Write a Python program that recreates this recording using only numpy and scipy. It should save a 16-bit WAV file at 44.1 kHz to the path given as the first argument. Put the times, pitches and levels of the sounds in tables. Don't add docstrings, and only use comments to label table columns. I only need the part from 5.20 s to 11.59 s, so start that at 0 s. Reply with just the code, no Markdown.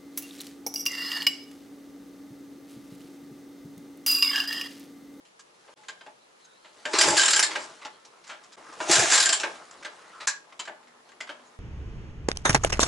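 import sys
import numpy as np
from scipy import signal
from scipy.fft import rfft, irfft
from scipy.io import wavfile
from scipy.ndimage import uniform_filter1d

SR = 44100
rng = np.random.default_rng(int(sys.argv[2]) if len(sys.argv) > 2 else 0)


def to_wav(sig):
    pcm = np.clip(np.atleast_2d(sig), -1, 1) * 32767
    pcm = np.round(pcm).astype(np.int16)
    wavfile.write(sys.argv[1], SR, pcm.T)


def gain_from_db(level_db):
    decades = np.asarray(level_db, float) / 20
    return 10 ** decades


N = 281799

# pitch_hz, width_hz, level_db
CASE_MODES = [(2060, 170, -5.5), (3133, 260, 1.5), (3895, 96, -1.5), (4310, 420, -1.5), (4855, 180, 2.5),
              (5300, 110, 1.5), (6110, 60, -17), (6620, 143, -1.5), (7380, 88, -2), (7320, 480, -9),
              (7340, 250, 5.5), (8280, 660, -5.5), (10570, 1400, 0)]
# pitch_hz, width_hz, level_db
LEVER_MODES = [(1585, 55, 0), (1630, 45, 0), (1710, 50, -5)]
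# pitch_hz, width_hz, level_db
FRAME_MODES = [(1110, 90, -2), (1590, 80, 2), (2060, 100, -2), (3150, 200, -3), (4000, 200, -4),
               (4750, 200, -4), (5600, 250, -4), (7200, 400, 3)]
# pitch_hz, width_hz, level_db
PIPE_MODES = [(297.3, 41, -4), (374, 95, -2.5), (638, 83, -1.5), (677, 69, -5), (860, 110, -3.5)]
# pitch_hz, width_hz, level_db
GROUND_MODES = [(324, 180, -4.5), (602, 59, 2.0), (893, 99, -3.5)]
# pitch_hz, level_db
GEAR_TONE = [(150, -43.5), (300, -20), (1000, -10), (2000, -8), (4400, -9), (7400, -7), (8600, -12),
             (9800, -21), (11000, -18), (14000, -52)]
# pitch_hz, level_db
CRACK_TONE = [(2000, -18.0), (6000, -8.5), (9500, -11.5), (10800, -10)]
# pitch_hz, level_db
SCUFF_TONE = [(150, -19), (350, -6.5), (1300, -4.0), (2000, -11.5), (6000, -47)]
# pitch_hz, level_db
RUSTLE_TONE = [(1200, -11), (2800, 2), (7000, -1.0), (11000, -10.5)]
# pitch_hz, level_db
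AIR_TONE = [(18, -43.5), (30, -35), (106, -49), (169, -6), (264, -8.5), (432, 0.5), (527, 0.5), (642, -4),
            (977, -1.5), (1250, -6), (7410, -16.5), (9030, -22), (11000, -14.5), (14300, -46),
            (22000, -120)]
# pitch_hz, likeness (-1 to 1)
AIR_SAME = [(60, 0.71), (170, 0.98), (500, -0.28), (1430, -0.97), (4100, -0.17), (11800, -0.4)]
# time_s, level_db
HUM = [(5.5, -90), (5.65, -72), (6, -72), (6.15, -67), (6.39, -67)]
# start_s, silence_s, fade_in_s
SCENE_CHANGES = [
    (0.5408, .017, 0.019),
    (3.3587, 0.0035, 0.017),
    (5.0605, 0.0022, 0.013),
]
# pitch_hz, decay_s
YARD_DECAY = [(200, 0.06), (1000, 0.29), (4000, 0.27), (10000, 0.24)]
# pitch_hz, level_db
YARD_TONE = [(200, -12), (500, -16.5), (1000, -7.5), (2500, -9.5), (5000, -12.5), (10000, -18)]
# pitch_hz, left_minus_right_db
LEAN = [(200, 2), (1000, 2), (3000, -0.4), (9000, -0.4)]
# pitch_hz, level_db
TREBLE_EDGE = [(11000, 0), (11100, -32.5), (11900, -38), (12400, -64.5)]
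# start_s, peak_db, pitch_hz, decay_s, deep_push_db (re
THUMPS = [
    (1.735, -12, 378, 0.055, -45),
    (1.77, -49.5, 331, 0.09, -22.5),
    (1.876, -12, 563, 0.081, -31),
    (1.951, -28.5, 333, 0.075, -21.5),
    (3.692, -9, 352, 0.035, -17.5),
    (3.792, -16, 500, 0.033, -26.5),
]
# start_s, peak_db, hardness (0-1), ring_hz
CLANKS = [(0.6863, -32.5, 0.59, 1600), (1.6554, -24.5, 0.32, 1566), (2.356, -23.5, 0.3, 1607),
          (2.6508, -33, 0.37, 855), (3.6044, -27.5, 0.11, 994), (4.2009, -25, 0.87, 2700),
          (4.235, -22.5, 0.26, 1560), (4.6491, -30, .5, 1583), (5.0739, -16, 1, 1620),
          (5.3956, -28.5, 0.62, 3070), (5.4764, -34, 0.13, 1570), (6.0071, -30, 0.51, 2060),
          (6.0935, -34.5, 0.19, 1610)]
# start_s, peak_db, hardness (0-1), ring_hz
TICKS = [(0.194, -44.5, 0.88, 1620), (0.4788, -49.5, 0, 573), (0.635, -51, .6, 2060),
         (0.8088, -44, 0.33, 1570), (0.8631, -43.5, 0.08, 870), (1.248, -54, 0.9, 6170),
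         (2.8502, -46.5, 0.92, 4420), (3.2376, -48.5, 0.8, 1030), (3.5272, -44.5, 0.8, 1600),
         (4.356, -43, 0.24, 1273), (4.5104, -42, 1, 5170), (4.6274, -39.5, 0.46, 2060),
         (5.295, -56, 0.3, 1550), (5.3238, -45, 0.4, 2060), (5.4535, -41, 0.56, 1610),
         (5.628, -55, 0.2, 1260), (5.6732, -53, 0.4, 878), (5.8885, -51, 0.6, 1570),
         (5.917, -49.5, .4, 2060)]
# start_s, peak_db, hardness (0-1), ring_hz
DRAGS = [(0.051, -53.5, 0.53, 3100), (1.1944, -59, 0.7, 4240), (1.4451, -47.5, .25, 2070),
         (1.735, -19.5, 0.5, 4200), (2.3073, -28, 0.54, 3250), (2.616, -41, 0.3, 2030),
         (3.0388, -48.5, 0.63, 2760), (3.0683, -42.5, 0.8, 1420), (3.0948, -35, 0.38, 1405),
         (3.3207, -47, 0.6, 5160), (5.0045, -34.5, 0.42, 1296), (6.0716, -40.5, 0.43, 2060),
         (6.1938, -57, 0, 1135)]
# start_s, peak_db, lever_db (re peak)
MESH = [(1.7846, -6.5, -14), (1.8103, -3.5, -22.5), (1.8349, -15, -9), (1.883, -11.5, -12),
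        (1.9677, -10, -23), (3.712, -5, -23), (3.7338, -8.5, -19), (3.7533, -8.5, -11), (3.7933, -11, -12),
        (3.8302, -18, -7), (3.882, -23, -15), (3.903, -11.5, -16)]
# first_tooth_s, last_tooth_s, gap_growth (ratio), peak_db, crack_db (re peak)
FREEWHEELS = [
    (1.9772, 2.2268, 1.075, -8.5, -19),
    (3.9159, 4.127, 1.105, -8.5, -46),
]
TEETH_PASSED = [11, 9]
PAWL_LEVER_DB = [-11, -15, -15]
PAWL_DECAY_S = [.13, .11, .075]
# time_s, level_db
CRANK = [
    [(1.66, -51.5), (1.738, -37), (1.87, -22), (1.94, -26.5), (2.03, -25.5), (2.22, -36), (2.3, -53),
     (2.44, -41), (2.55, -79)],
    [(3.6, -36), (3.66, -43), (3.7, -21.5), (3.76, -20), (3.904, -25.5), (3.936, -16), (4.014, -25),
     (4.16, -36), (4.45, -71.5)],
]
# top_s, chuff_db, push_db, pumping_db
COMPRESSIONS = [
    (1.886, -28, -31, -38.5),
    (3.788, -28, -30.5, -40),
]
# time_s, level_db
SHIFTING = [
    [(0.0, -70.5), (0.546, -59), (0.976, -65.5), (1.412, -63.5), (1.72, -51)],
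    [(2.25, -46.5), (2.414, -45.5), (2.804, -58), (3.37, -56)],
    [(3.36, -49.5), (3.56, -45), (3.68, -34.5)],
    [(4.17, -38.5), (4.46, -49.5), (5.02, -51), (5.2, -58), (5.85, -59), (6.39, -55.5)],
]
CLOTH_DB = [0, -4.5, -8.5, -7]
# start_s, length_s, from_hz, to_hz
GLIDES = [
    (.99, .08, 3900, 4150),
    (1.19, .1, 4150, 3800),
    (1.25, .12, 3750, 3800),
    (1.32, .1, 3700, 4250),
    (1.38, .17, 4250, 4200),
    (2.54, .1, 4250, 4300),
    (2.7, .1, 4100, 4500),
    (2.7, .11, 3100, 3350),
]
# start_s, length_s, pitch_hz, width_hz, level_db
SQUEAKS = [
    (.56, .14, 860, 30, -61),
    (1.2, .18, 1500, 250, -66),
    (1.238, .03, 6500, 300, -58),
    (3.315, .035, 5050, 300, -58),
    (3.38, .22, 320, 60, -59),
    (4.91, .12, 1325, 260, -48),
    (5.82, .14, 4200, 500, -67),
    (6.24, .07, 6800, 900, -65),
]


def evened(x):
    return x / np.sqrt(np.mean(x ** 2) + 1e-20)


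def read(points, hz):
    f, value = np.transpose(points)
    return np.interp(np.log(hz + 1), np.log(f + 1), value)


def add(mix, s, sound):
    part = mix[..., round(s * SR):][..., :sound.shape[-1]]
    part += sound[..., :part.shape[-1]]


def colour(x, response):
    hz = np.fft.rfftfreq(x.shape[-1], 1 / SR)
    return evened(irfft(rfft(x) * response(hz), x.shape[-1]))


def grit(size, per_s, spread_db):
    strength = gain_from_db(spread_db * np.minimum(rng.exponential(1, size), 4))
    hits = rng.random(size) < per_s / SR
    return rng.standard_normal(size) * strength * hits


def ringing(modes, hz, spread_db=0):
    f, width, db = np.transpose(modes)
    chance = rng.standard_normal((2, len(f)))
    gain = gain_from_db(db + spread_db * chance[0]) * np.sign(chance[1])
    return (gain[:, None] / (1 + 2j * (hz - f[:, None]) / width[:, None])).sum(0)


def blow(decay_s, rise_s, response):
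    t = np.arange(16384) / SR
    shape = (1 - np.exp(-t / rise_s)) * gain_from_db(-60 * t / np.clip(decay_s, .02, .4))
    sound = colour(grit(len(t), per_s=16000, spread_db=3.5) * shape, response)
    return sound[:12000] / np.sqrt(uniform_filter1d(sound ** 2, size=180).max())


def patchy(x, depth_db):
    z = signal.stft(x, nperseg=512)[2]
    patches = rng.standard_normal(z.shape[::-1]).T
    patches = evened(uniform_filter1d(uniform_filter1d(patches, size=8, axis=0), size=6, axis=1))
    return evened(signal.istft(z * gain_from_db(depth_db * patches), nperseg=512)[1][:len(x)])


def slope(t, rise_db_s, fall_db_s, start=0, end=0):
    return gain_from_db(-rise_db_s * np.maximum(start - t, 0) - fall_db_s * np.maximum(t - end, 0))


def whistle(size, hz, width):
    r = np.exp(-np.pi * width / SR)
    slow = signal.lfilter([1], [1, -2 * r, r * r], rng.standard_normal((2, size)))
    carrier = np.exp(2j * np.pi * np.cumsum(hz) / SR)
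    return evened(((slow[0] + 1j * slow[1]) * carrier).real)


def air():
    frames, hz = N // 256 + 5, np.fft.rfftfreq(1024, 1 / SR)
    a, b, c, d, patches = rng.standard_normal((frames, 513, 5)).T
    patches = evened(uniform_filter1d(uniform_filter1d(patches, size=10, axis=0), size=14, axis=1))
    same = np.clip(read(AIR_SAME, hz), -1, 1)[:, None]
    left = a + 1j * b
    right = same * left + np.sqrt(1 - same ** 2) * (c + 1j * d)
    z = np.array([left, right]) * gain_from_db(read(AIR_TONE, hz)[:, None] + 0.5 * patches)
    return gain_from_db(-59.5) * evened(signal.istft(z, nperseg=1024, noverlap=768)[1][:, :N])


def traffic():
    return gain_from_db(-93) * colour(rng.standard_normal(N), lambda hz: 1 / (1 + (hz / 90) ** 4))


def shuffle(rows, cloth_db):
    s, db = np.transpose(rows)
    t = np.arange(s[0], s[-1], 1 / SR)
    scuff_db = np.interp(t, s, db)
    rustle_db = scuff_db + cloth_db + 0.19 * (scuff_db + 58.5)
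    scuff = colour(grit(len(t), per_s=4000, spread_db=0.0), lambda hz: gain_from_db(read(SCUFF_TONE, hz)))
    rustle = colour(grit(len(t), per_s=9000, spread_db=-8), lambda hz: gain_from_db(read(RUSTLE_TONE, hz)))
    sound = gain_from_db(scuff_db) * patchy(scuff, depth_db=2.5) + gain_from_db(rustle_db) * patchy(rustle, depth_db=1.6)
    return s[0], sound * signal.windows.tukey(len(t), .04)


def knock(hard, part_hz, decay_s, soft_ring_db, build):
    thud_db = 2.5 - 31 * hard
    sizzle_db = -23 + 26.5 * hard
    ring_db = soft_ring_db - 6 * hard
    tone = [(400, -59), (900, -2.5), (3000, -5), (5500, sizzle_db - 0.5), (7600, sizzle_db - 3.0),
            (9200, sizzle_db - 14.5), (11000, sizzle_db - 17)]
    part = [(part_hz, .04 * part_hz, 0)]
    rise_s = build * .003 + 0.024 * decay_s ** 2
    body = lambda hz: .8 + .7 * ringing(FRAME_MODES, hz, spread_db=2)
    ground = lambda hz: ringing(GROUND_MODES, hz, spread_db=1) / (1 + (270 / (hz + 1)) ** 4)
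    steel = blow(decay_s, rise_s, lambda hz: gain_from_db(read(tone, hz)) * body(hz))
    ring = blow(.6 * decay_s, rise_s, lambda hz: ringing(part, hz))
    thud = blow(2.63 * decay_s, 0.0025, ground)
    return steel + gain_from_db(thud_db) * thud + gain_from_db(ring_db) * ring


def knocks():
    out = np.zeros(N)
    # rows, decay_s, soft_ring_db (re peak)
    kinds = [(CLANKS, .1, 0.5), (TICKS, 0.091, -3), (DRAGS, 0.22, -5.5)]
    for rows, decay_s, soft_ring_db in kinds:
        for s, db, hard, part_hz in rows:
            build = .3 if db < -40 else 1
            add(out, s - build * .003, gain_from_db(db) * knock(hard, part_hz, decay_s, soft_ring_db, build))
    return out


def squeaks():
    out = np.zeros(N)
    for start, length, hz, width, db in SQUEAKS:
        size = round(length * SR)
        add(out, start, gain_from_db(db) * whistle(size, np.full(size, hz), width) * np.hanning(size))
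    return out


def glides():
    out = np.zeros(N)
    for start, length, from_hz, to_hz in GLIDES:
        size = round(length * SR)
        glide = np.linspace(from_hz, to_hz, size)
        add(out, start, gain_from_db(-65) * whistle(size, glide, width=330) * np.hanning(size))
    return out


def casing(hz, modes_share=1.0):
    modes = ringing(CASE_MODES, hz * rng.uniform(.985, 1.015), spread_db=2.2)
    return gain_from_db(read(GEAR_TONE, hz)) * (.5 + modes_share * modes)


def gear_whirr(t, rows):
    s, db = np.transpose(rows)
    whirr = colour(grit(len(t), per_s=9000, spread_db=2.4), lambda hz: casing(hz, modes_share=.25))
    return gain_from_db(np.interp(t, s, db) + 0.5) * patchy(whirr, depth_db=0.5)


def pipe_chuff(t, chuff_db, pump_db):
    chuff_gain = gain_from_db(chuff_db) * slope(t, rise_db_s=159, fall_db_s=268, start=-0.096, end=0.057)
    pump_gain = gain_from_db(pump_db) * slope(t, rise_db_s=159, fall_db_s=48, end=0.34)
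    pipe = lambda hz: ringing(PIPE_MODES, hz) * hz ** 4 / (hz ** 4 + 260 ** 4)
    return (chuff_gain + pump_gain) * colour(grit(len(t), per_s=2800, spread_db=2.5), pipe)


def deep_push(t, push_db):
    gain = gain_from_db(push_db) * (slope(t, rise_db_s=558, fall_db_s=253.5) + gain_from_db(-37.5))
    deep = lambda hz: ringing([(154.6, 120, 0)], hz) / (1 + (hz / 300) ** 4)
    return gain * colour(rng.standard_normal(len(t)), deep)


def kick(rows, compression):
    t = np.arange(rows[0][0], rows[-1][0], 1 / SR)
    top_s, chuff_db, push_db, pump_db = compression
    sound = gear_whirr(t, rows) + pipe_chuff(t - top_s, chuff_db, pump_db) + deep_push(t - top_s, push_db)
    return rows[0][0], sound * signal.windows.tukey(len(t), .04)


def thumps():
    out = np.zeros(N)
    for s, db, thump_hz, decay_s, deep_db in THUMPS:
        hollow = lambda hz: ringing([(thump_hz, 100, 0)], hz) ** 2
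        deep = lambda hz: gain_from_db(deep_db + 6) * ringing([(150, 97, 0)], hz) ** 2
        body = lambda hz: (hollow(hz) + deep(hz)) / (1 + (120 / (hz + 1)) ** 4)
        add(out, s - .001, gain_from_db(db - 7.5) * blow(decay_s, 0.0041, body))
    return out


def tooth(lever_db, crack_db, decay_s, modes_share):
    crack = blow(0.14, .0006, lambda hz: gain_from_db(read(CRACK_TONE, hz)))
    lever = blow(0.045, 0.009, lambda hz: ringing(LEVER_MODES, hz, spread_db=2.5))
    case = blow(decay_s, .0012, lambda hz: casing(hz, modes_share))
    return case + gain_from_db(crack_db - 3.5) * crack + gain_from_db(lever_db + 5.5) * lever


def gear_mesh():
    out = np.zeros(N)
    for s, db, lever_db in MESH:
        add(out, s - .001, gain_from_db(db - 4.5) * tooth(lever_db, crack_db=-15, decay_s=0.15, modes_share=.5))
    return out


def ratchet():
    out = np.zeros(N)
    for (first, last, growth, db, crack_db), count in zip(FREEWHEELS, TEETH_PASSED):
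        passed = np.cumsum(growth ** np.arange(count)) - 1
        way = passed / passed[-1]
        level_db = db + 0.5 * (2 * way - 1) + .8 * rng.standard_normal(count)
        lever_db = np.interp(way, [0, .5, 1], PAWL_LEVER_DB)
        decay_s = np.interp(way, [0, .5, 1], PAWL_DECAY_S)
        decay_s[-1] = 0.14
        for i, s in enumerate(first + way * (last - first)):
            sound = tooth(lever_db[i], crack_db, decay_s[i], modes_share=0.99)
            add(out, s - .001, gain_from_db(level_db[i] - 4.5) * sound)
    return out


def motor_hum():
    pitch_hz = 245
    s, db = np.transpose(HUM)
    t = np.arange(N) / SR
    hum = np.sin(2 * np.pi * pitch_hz * t) + .45 * whistle(N, np.full(N, pitch_hz), width=18)
    return gain_from_db(np.interp(t, s, db)) * hum


def flanks(x):
    taps = rng.standard_normal(180) * np.hanning(180) / 8
    treble = signal.butter(4, 7800, "high", fs=SR)
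    glance = signal.lfilter(*treble, np.convolve(x, taps)[:N])
    return gain_from_db(-10.5) * np.array([glance, -glance])


def yard(x):
    taps = np.zeros((2, 22000))
    at = np.arange(200, 21980, 20) + rng.integers(0, 20, (2, 1089))
    np.put_along_axis(taps, at, rng.choice([-1., 1.], at.shape), 1)
    hz, t, z = signal.stft(taps, SR, nperseg=256)
    tail = signal.istft(z * gain_from_db(-60 * t / read(YARD_DECAY, hz)[:, None]), SR, nperseg=256)[1]
    wet = signal.fftconvolve(x[None], tail / np.linalg.norm(tail[0]), axes=1)[:, :N]
    return irfft(rfft(wet) * gain_from_db(read(YARD_TONE, np.fft.rfftfreq(N, 1 / SR))), N)


def scene():
    near = knocks() + thumps() + gear_mesh() + ratchet()
    for rows, compression in zip(CRANK, COMPRESSIONS):
        add(near, *kick(rows, compression))
    for rows, cloth_db in zip(SHIFTING, CLOTH_DB):
        add(near, *shuffle(rows, cloth_db))
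    near = signal.lfilter(*signal.butter(2, 100, "high", fs=SR), near)
    far = squeaks() + glides() + motor_hum() + traffic()
    return gain_from_db(-3.5) * near + flanks(near) + yard(near) + far + air()


def low_pass(x):
    return signal.sosfilt(signal.butter(12, 12380, fs=SR, output="sos"), x)


def record(dry):
    hz, t = np.fft.rfftfreq(N, 1 / SR), np.arange(N) / SR
    out = .68 * np.tanh(dry / .68)
    for s, silence, fade in SCENE_CHANGES:
        out = out * np.where(t < s, 1, np.clip((t - s - silence) / fade, .02, 1))
    lean_db = np.array([[.5], [-.5]]) * read(LEAN, hz)
    edge_db = np.interp(hz, *np.transpose(TREBLE_EDGE))
    out = irfft(rfft(out) * gain_from_db(lean_db + edge_db), N)
    return low_pass(out)


dry = scene()
out = record(dry)
to_wav(out)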